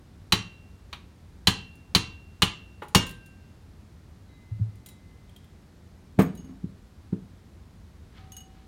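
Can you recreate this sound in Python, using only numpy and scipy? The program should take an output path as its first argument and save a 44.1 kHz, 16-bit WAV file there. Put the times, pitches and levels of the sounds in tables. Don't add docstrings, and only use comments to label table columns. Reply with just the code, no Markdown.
import sys
import numpy as np
from scipy import signal
from scipy.fft import rfft, irfft, next_fast_len
from scipy.io import wavfile
from scipy.ndimage import map_coordinates

SR = 44100
rng = np.random.default_rng(int(sys.argv[2]) if len(sys.argv) > 2 else 0)


def transcribe(signal):
    frames = np.atleast_2d(signal).T
    limited = np.clip(frames, -1, 1)
    pcm = np.round(limited * 32767).astype(np.int16)
    wavfile.write(sys.argv[1], SR, pcm)


N = 382347

# (frequency [Hz], relative level [dB])
CLACK_COLOUR = [(100, -8.5), (320, 3), (500, -0.5), (700, -4.5), (1200, -8.5), (2200, -16.5), (3500, -27),
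                (6000, -33.5), (16000, -39)]


def amp(db):
    return np.exp(np.log(10) / 20 * np.asarray(db))


def unit(x):
    return x / np.sqrt(np.mean(x ** 2) + 1e-20)


def along(points, hz):
    f, v = np.transpose(points)
    return np.interp(np.log(hz + 1), np.log(f), v)


def second():
    return np.arange(SR) / SR


def add(track, s, x):
    part = track[round(s * SR):][:len(x)]
    part += x[:len(part)]


def hiss(colour, size):
    m = next_fast_len(size)
    gain = amp(along(colour, np.fft.rfftfreq(m, 1 / SR)))
    noise = irfft(rfft(rng.standard_normal(m)) * gain, m)
    return unit(noise[:size])


def fade(t60, attack):
    t = second()
    return amp(-60 * t / t60) * (1 - np.exp(-t / attack))


def ring(modes, scatter_db, attack, tilt_db=0):
    hz, db, t60 = np.transpose(modes)
    chance = rng.standard_normal((len(hz), 2))
    octaves = np.log2(hz / hz[0])
    gains = amp(db + tilt_db * octaves + scatter_db * chance[:, 0])
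    gains = gains * np.sqrt(2) / np.linalg.norm(gains)
    tone = np.zeros(SR)
    for gain, f, life, turn in zip(gains, hz, t60, chance[:, 1]):
        tone += gain * np.sin(2 * np.pi * (f * second() + turn)) * fade(life, attack)
    return tone


def in_shop(x, wet_db):
    # (frequency [Hz], t60 [s])
    shop_decay = [(100, 0.61), (250, 0.52), (600, 0.36), (1500, .36), (3500, .36), (8000, 0.26),
                  (16000, 0.073)]
    hz, t, z = signal.stft(rng.standard_normal(SR * 3 // 4), SR, nperseg=256)
    decay = amp(-60 * t / along(shop_decay, hz)[:, None])
    build_up = 1 - np.exp(-t / .008)
    tail = signal.istft(z * decay * build_up, SR, nperseg=256)[1]
    answer = signal.fftconvolve(x, tail / np.linalg.norm(tail))[:len(x)]
    return x + amp(wet_db) * answer


def bench(centre_hz, spread, attack):
    # (frequency [Hz], relative level [dB], t60 [s])
    bench_modes = [(41.5, -6.5, 0.28), (81, -2.5, 0.18), (107.5, -1.5, 0.23), (162, 0, 0.087),
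                   (181, -3, 0.16), (195.6, -2.5, 0.14), (262.5, -8.5, .2), (315.6, -8.5, .16),
                   (372, -6, 0.12), (435.8, -9, 0.21), (548, -19, 0.098)]
    hz, db, t60 = np.transpose(bench_modes)
    gains = amp(db) * np.exp(-.5 * (np.log2(hz / centre_hz) / spread) ** 2)
    gains = gains * np.sqrt(2) / np.linalg.norm(gains)
    t = second() - attack
    swell = np.exp(-2 * (np.minimum(t, 0) / attack) ** 2) * (1 - np.exp(-10 * second() / attack))
    boom = np.zeros(SR)
    for gain, f, life in zip(gains, hz, t60):
        boom += gain * np.cos(2 * np.pi * f * t) * amp(-60 * np.maximum(t, 0) / life)
    return swell * boom


def knock(contact_hz):
    # (frequency [Hz], relative level [dB])
    knock_colour = [(200, -15), (400, -4), (620, -11), (900, 2.5), (1150, 2), (1450, -2), (1800, -1.5),
                    (2200, -1.5), (3000, 1), (3600, 1), (4500, -5), (5000, -18), (7000, -33)]
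    contact = signal.butter(2, min(contact_hz, SR / 3), fs=SR, output="sos")
    return signal.sosfilt(contact, hiss(knock_colour, SR)) * fade(t60=0.1, attack=0.00058)


def clunk():
    return hiss(CLACK_COLOUR, SR) * fade(t60=0.089, attack=0.0022)


def hammer():
    # (time [s], force [dB], clang tilt [dB per octave], set by the spot that is struck)
    blows = [(0.322, -0.5, -0.5), (0.9283, -17.5, 1), (1.471, 0.68, 8), (1.9489, 0.6, 9),
             (2.420, -0.07, -13), (2.948, 3.5, -14)]
    # (frequency [Hz], relative level [dB])
    crack_colour = [(2000, -22), (4500, -4.5), (5100, -1.5), (5800, 2), (7200, 0), (7900, -5.5), (9700, -2),
                    (11000, -11.5), (12600, -7.5), (16000, -13.5)]
    clang_modes = [(2490, -12, .06), (2790, -9, .05), (2890, -1, .075), (3045, -1, .06), (3130, -6, .1),
                   (3400, -10, .06), (3610, -12, .05), (3960, -6, .07), (4085, 0, .05), (4140, -1, .045),
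                   (4250, -6, .04), (4550, -6, .06), (4680, -8, .05)]
    shaft_modes = [(1577, -16, .7), (1990, -13, .4), (2611, -9, .5), (2696, -8, .8), (2745, 0, .78),
                   (3047, -3, .42), (4581, -6, .33), (5889, -6, .25)]
    freed_modes = [(235, -10, .35), (690, -7, .08), (856, 1.5, .08), (1067, 0, .07), (1577, -23, 1.1),
                   (1787, -7, .08), (2740, -24, 1.2), (2826, 1, .3), (4538, 4, .07), (4680, 0, .08),
                   (5520, -3, .16), (7004, -13, .24), (9800, -8, .06), (12480, -12, .13)]
    knock_db, crack_db, clang_db, shaft_db, thump_db = -15.5, -21.5, -9.5, -38, -23
    steel_grows, thump_grows = 1.6, 1.7
    contact_hz, contact_grows = 7000, 0.14
    free_s = 2.9
    freed_db, clunk_db = -15, -21
    clang_choke_db, shaft_choke_db = 29.5, 8
    out = np.zeros(N)
    for s, force_db, tilt_db in blows:
        frees = s > free_s
        steel_db = steel_grows * force_db
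        crack = amp(crack_db + steel_db) * hiss(crack_colour, SR) * fade(t60=0.085, attack=0.00023)
        block = amp(knock_db + force_db) * knock(contact_hz * amp(force_db) ** contact_grows)
        clang = ring(clang_modes, scatter_db=3, attack=.0012, tilt_db=tilt_db)
        clang *= amp(clang_db + steel_db - frees * clang_choke_db)
        shaft = ring(shaft_modes, scatter_db=1, attack=.001)
        shaft *= amp(shaft_db + steel_db - frees * shaft_choke_db)
        thump = amp(thump_db + thump_grows * force_db) * bench(centre_hz=120, spread=2.5, attack=0.014)
        add(out, s, in_shop(crack, wet_db=-11.5) + in_shop(block, wet_db=-13.5))
        add(out, s, in_shop(clang + thump, wet_db=-17.5) + shaft)
        if frees:
            add(out, s, amp(freed_db) * ring(freed_modes, scatter_db=0.5, attack=.001))
            add(out, s, in_shop(amp(clunk_db) * clunk(), wet_db=-9.5))
    return out


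def drum_shift():
    out = np.zeros(N)
    slip = amp(-23) * knock(contact_hz=900) + amp(-34) * clunk()
    add(out, 2.8195, in_shop(slip, wet_db=-11.5))
    return out


def set_down():
    # (time [s], thump level [dB], pitch [Hz], higher for a harder landing)
    landings = [(4.512, -27.5, 105), (4.591, -38, 164), (4.606, -20.5, 110), (6.176, -34.5, 200),
                (6.188, -12.5, 285), (6.203, -24.5, 277), (6.636, -30, 188), (7.124, -24.5, 213)]
    hard_hz, hard_spread_oct, hard_clack_db = 287.3, 1, -1.5
    narrowing, clack_loss_db = 0.57, 50
    out = np.zeros(N)
    for s, thump_db, pitch_hz in landings:
        softness = np.log2(hard_hz / pitch_hz)
        spread = max(hard_spread_oct - narrowing * softness, .1)
        boom = bench(pitch_hz, spread, attack=1.6 / pitch_hz)
        clack = hiss(CLACK_COLOUR, SR) * fade(t60=0.14, attack=0.0033)
        clack *= amp(hard_clack_db - clack_loss_db * softness)
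        add(out, s, amp(thump_db) * (in_shop(boom, wet_db=-18.5) + in_shop(clack, wet_db=-15)))
    return out


def drum_rocking(count=3):
    start_s, period_s, level_db = 6.392, 0.049, -44
    out = np.zeros(N)
    for k in range(count):
        nudge = bench(centre_hz=235, spread=0.23, attack=0.00655) + amp(-9) * clunk()
        add(out, start_s + k * period_s, amp(level_db) * in_shop(nudge, wet_db=-5))
    return out


def hub_slide():
    # (time of peak [s], level [dB])
    strokes = [(8.18, -55.5), (8.58, -64.5)]
    # (frequency [Hz], relative level [dB])
    scrape_colour = [(400, -14), (1300, 4.5), (2500, 1.5), (4000, -0.5), (6500, -17), (9000, -29),
                     (16000, -34)]
    # (frequency [Hz], relative level [dB], t60 [s])
    spring_modes = [(762, 0, 4.6), (1260, -5, 1.1)]
    rise_db_per_s, fall_db_per_s = 262.5, 130
    grit_hz, grit_db = 390, 2
    t = np.arange(N) / SR
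    pressure = np.zeros(N)
    for s, db in strokes:
        pressure += amp(db - np.maximum(rise_db_per_s * (s - t), fall_db_per_s * (t - s)))
    catches = map_coordinates(rng.standard_normal(N), [t * grit_hz], order=1)
    grit = unit(amp(grit_db * catches))
    out = pressure * grit * hiss(scrape_colour, N)
    add(out, strokes[0][0], amp(-60) * ring(spring_modes, scatter_db=1, attack=.008))
    return out


def loose_parts():
    # (time [s], ring level [dB], part, number of bounces)
    clinks = [(1.7544, -66, "shoes", 0), (2.833, -62, "shoes", 0), (2.8828, -56.5, "shoes", 0),
              (3.0656, -46.5, "shoes", 2), (3.26, -61, "shoes", 0), (4.29, -65, "drum", 0),
              (4.755, -68, "shoes", 0), (4.861, -49, "shoes", 1), (4.866, -61.5, "drum", 0),
              (5.2939, -59.5, "bolt", 0), (5.3624, -50.5, "bolt", 0), (5.442, -59, "bolt", 0),
              (6.192, -40.5, "washer", 1), (6.3513, -57.5, "shoes", 0), (6.3743, -52, "hub", 0),
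              (6.446, -61, "hub", 0), (8.32, -43.5, "hub", 0), (8.3664, -40.5, "hub", 0),
              (8.405, -53.5, "hub", 0)]
    # (frequency [Hz], relative level [dB])
    tick_colour = [(700, -20), (1600, -3), (3400, -0.5), (5200, -5.5), (9000, -1.5), (13000, -3),
                   (16000, -6)]
    # (frequency [Hz], relative level [dB], t60 [s])
    drum_modes = [(2048, -13, 2.4), (2051, -4, 2.6), (3881, 0, .75), (3893, -8, .5)]
    hub_modes = [(2908, -4, 0.33), (2940, -4, 0.15), (6540, 7, 0.1), (7670, -21, .15), (9600, -9, 0.18),
                 (11700, -3.5, 0.11)]
    shoe_modes = [(3934, -7.5, 0.077), (7004, -3, .09), (8750, -1, .09), (9700, -2, .11), (10900, -9, .09),
                  (12740, -3, .07), (15160, -7, .07)]
    washer_modes = [(6600, -6, 0.12), (8460, -1, 0.09), (12110, -3, 0.14), (12400, -3, 0.046),
                    (14160, -5.5, 0.071), (15720, -9.5, 0.13)]
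    bolt_modes = [(3220, 2, 0.052), (3240, -5, 0.039), (3510, -4, 0.045)]
    parts = {"drum": (drum_modes, -14), "hub": (hub_modes, -4), "shoes": (shoe_modes, 6),
             "washer": (washer_modes, 2.7), "bolt": (bolt_modes, -1.27)}
    flight_s, flight_shrink, bounce_loss_db = 0.026, .7, 3
    out = np.zeros(N)
    for s, ring_db, part, bounces in clinks:
        modes, tick_db = parts[part]
        for k in range(round(bounces) + 1):
            tick = amp(tick_db) * hiss(tick_colour, SR) * fade(t60=.045, attack=0.00047)
            tone = ring(modes, scatter_db=1, attack=0.00031)
            add(out, s, amp(ring_db - k * bounce_loss_db) * in_shop(tick + tone, wet_db=-8.5))
            s += flight_s * flight_shrink ** k
    return out


def rumble():
    # (frequency [Hz], relative level [dB])
    floor_colour = [(12, -45.5), (20, -13), (58, 1), (91, 3.5), (120, -6.5), (204, -6.5), (248, -11.5),
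                    (446, -19.5), (527, -22.5), (1440, -29), (1960, -31), (2820, -35), (3950, -34.5),
                    (11400, -45), (16000, -50.5)]
    return amp(-49.5) * hiss(floor_colour, N)


def scene():
    blows = hammer() + drum_shift()
    handling = set_down() + drum_rocking() + hub_slide() + loose_parts()
    return (blows + handling + rumble())[None]


def record(dry):
    ceiling, bass_hz, top_hz = .72, 34, 16400
    rounded = dry / (1 + np.abs(dry / ceiling) ** 6) ** (1 / 6)
    m = next_fast_len(N + SR)
    hz = np.fft.rfftfreq(m, 1 / SR)
    low_cut = hz ** 3 / np.hypot(hz ** 3, bass_hz ** 3)
    high_cut = np.clip((top_hz - hz) / 600, 0, 1)
    return irfft(rfft(rounded, m) * low_cut * high_cut, m)[:, :N]


dry = scene()
out = record(dry)
transcribe(out)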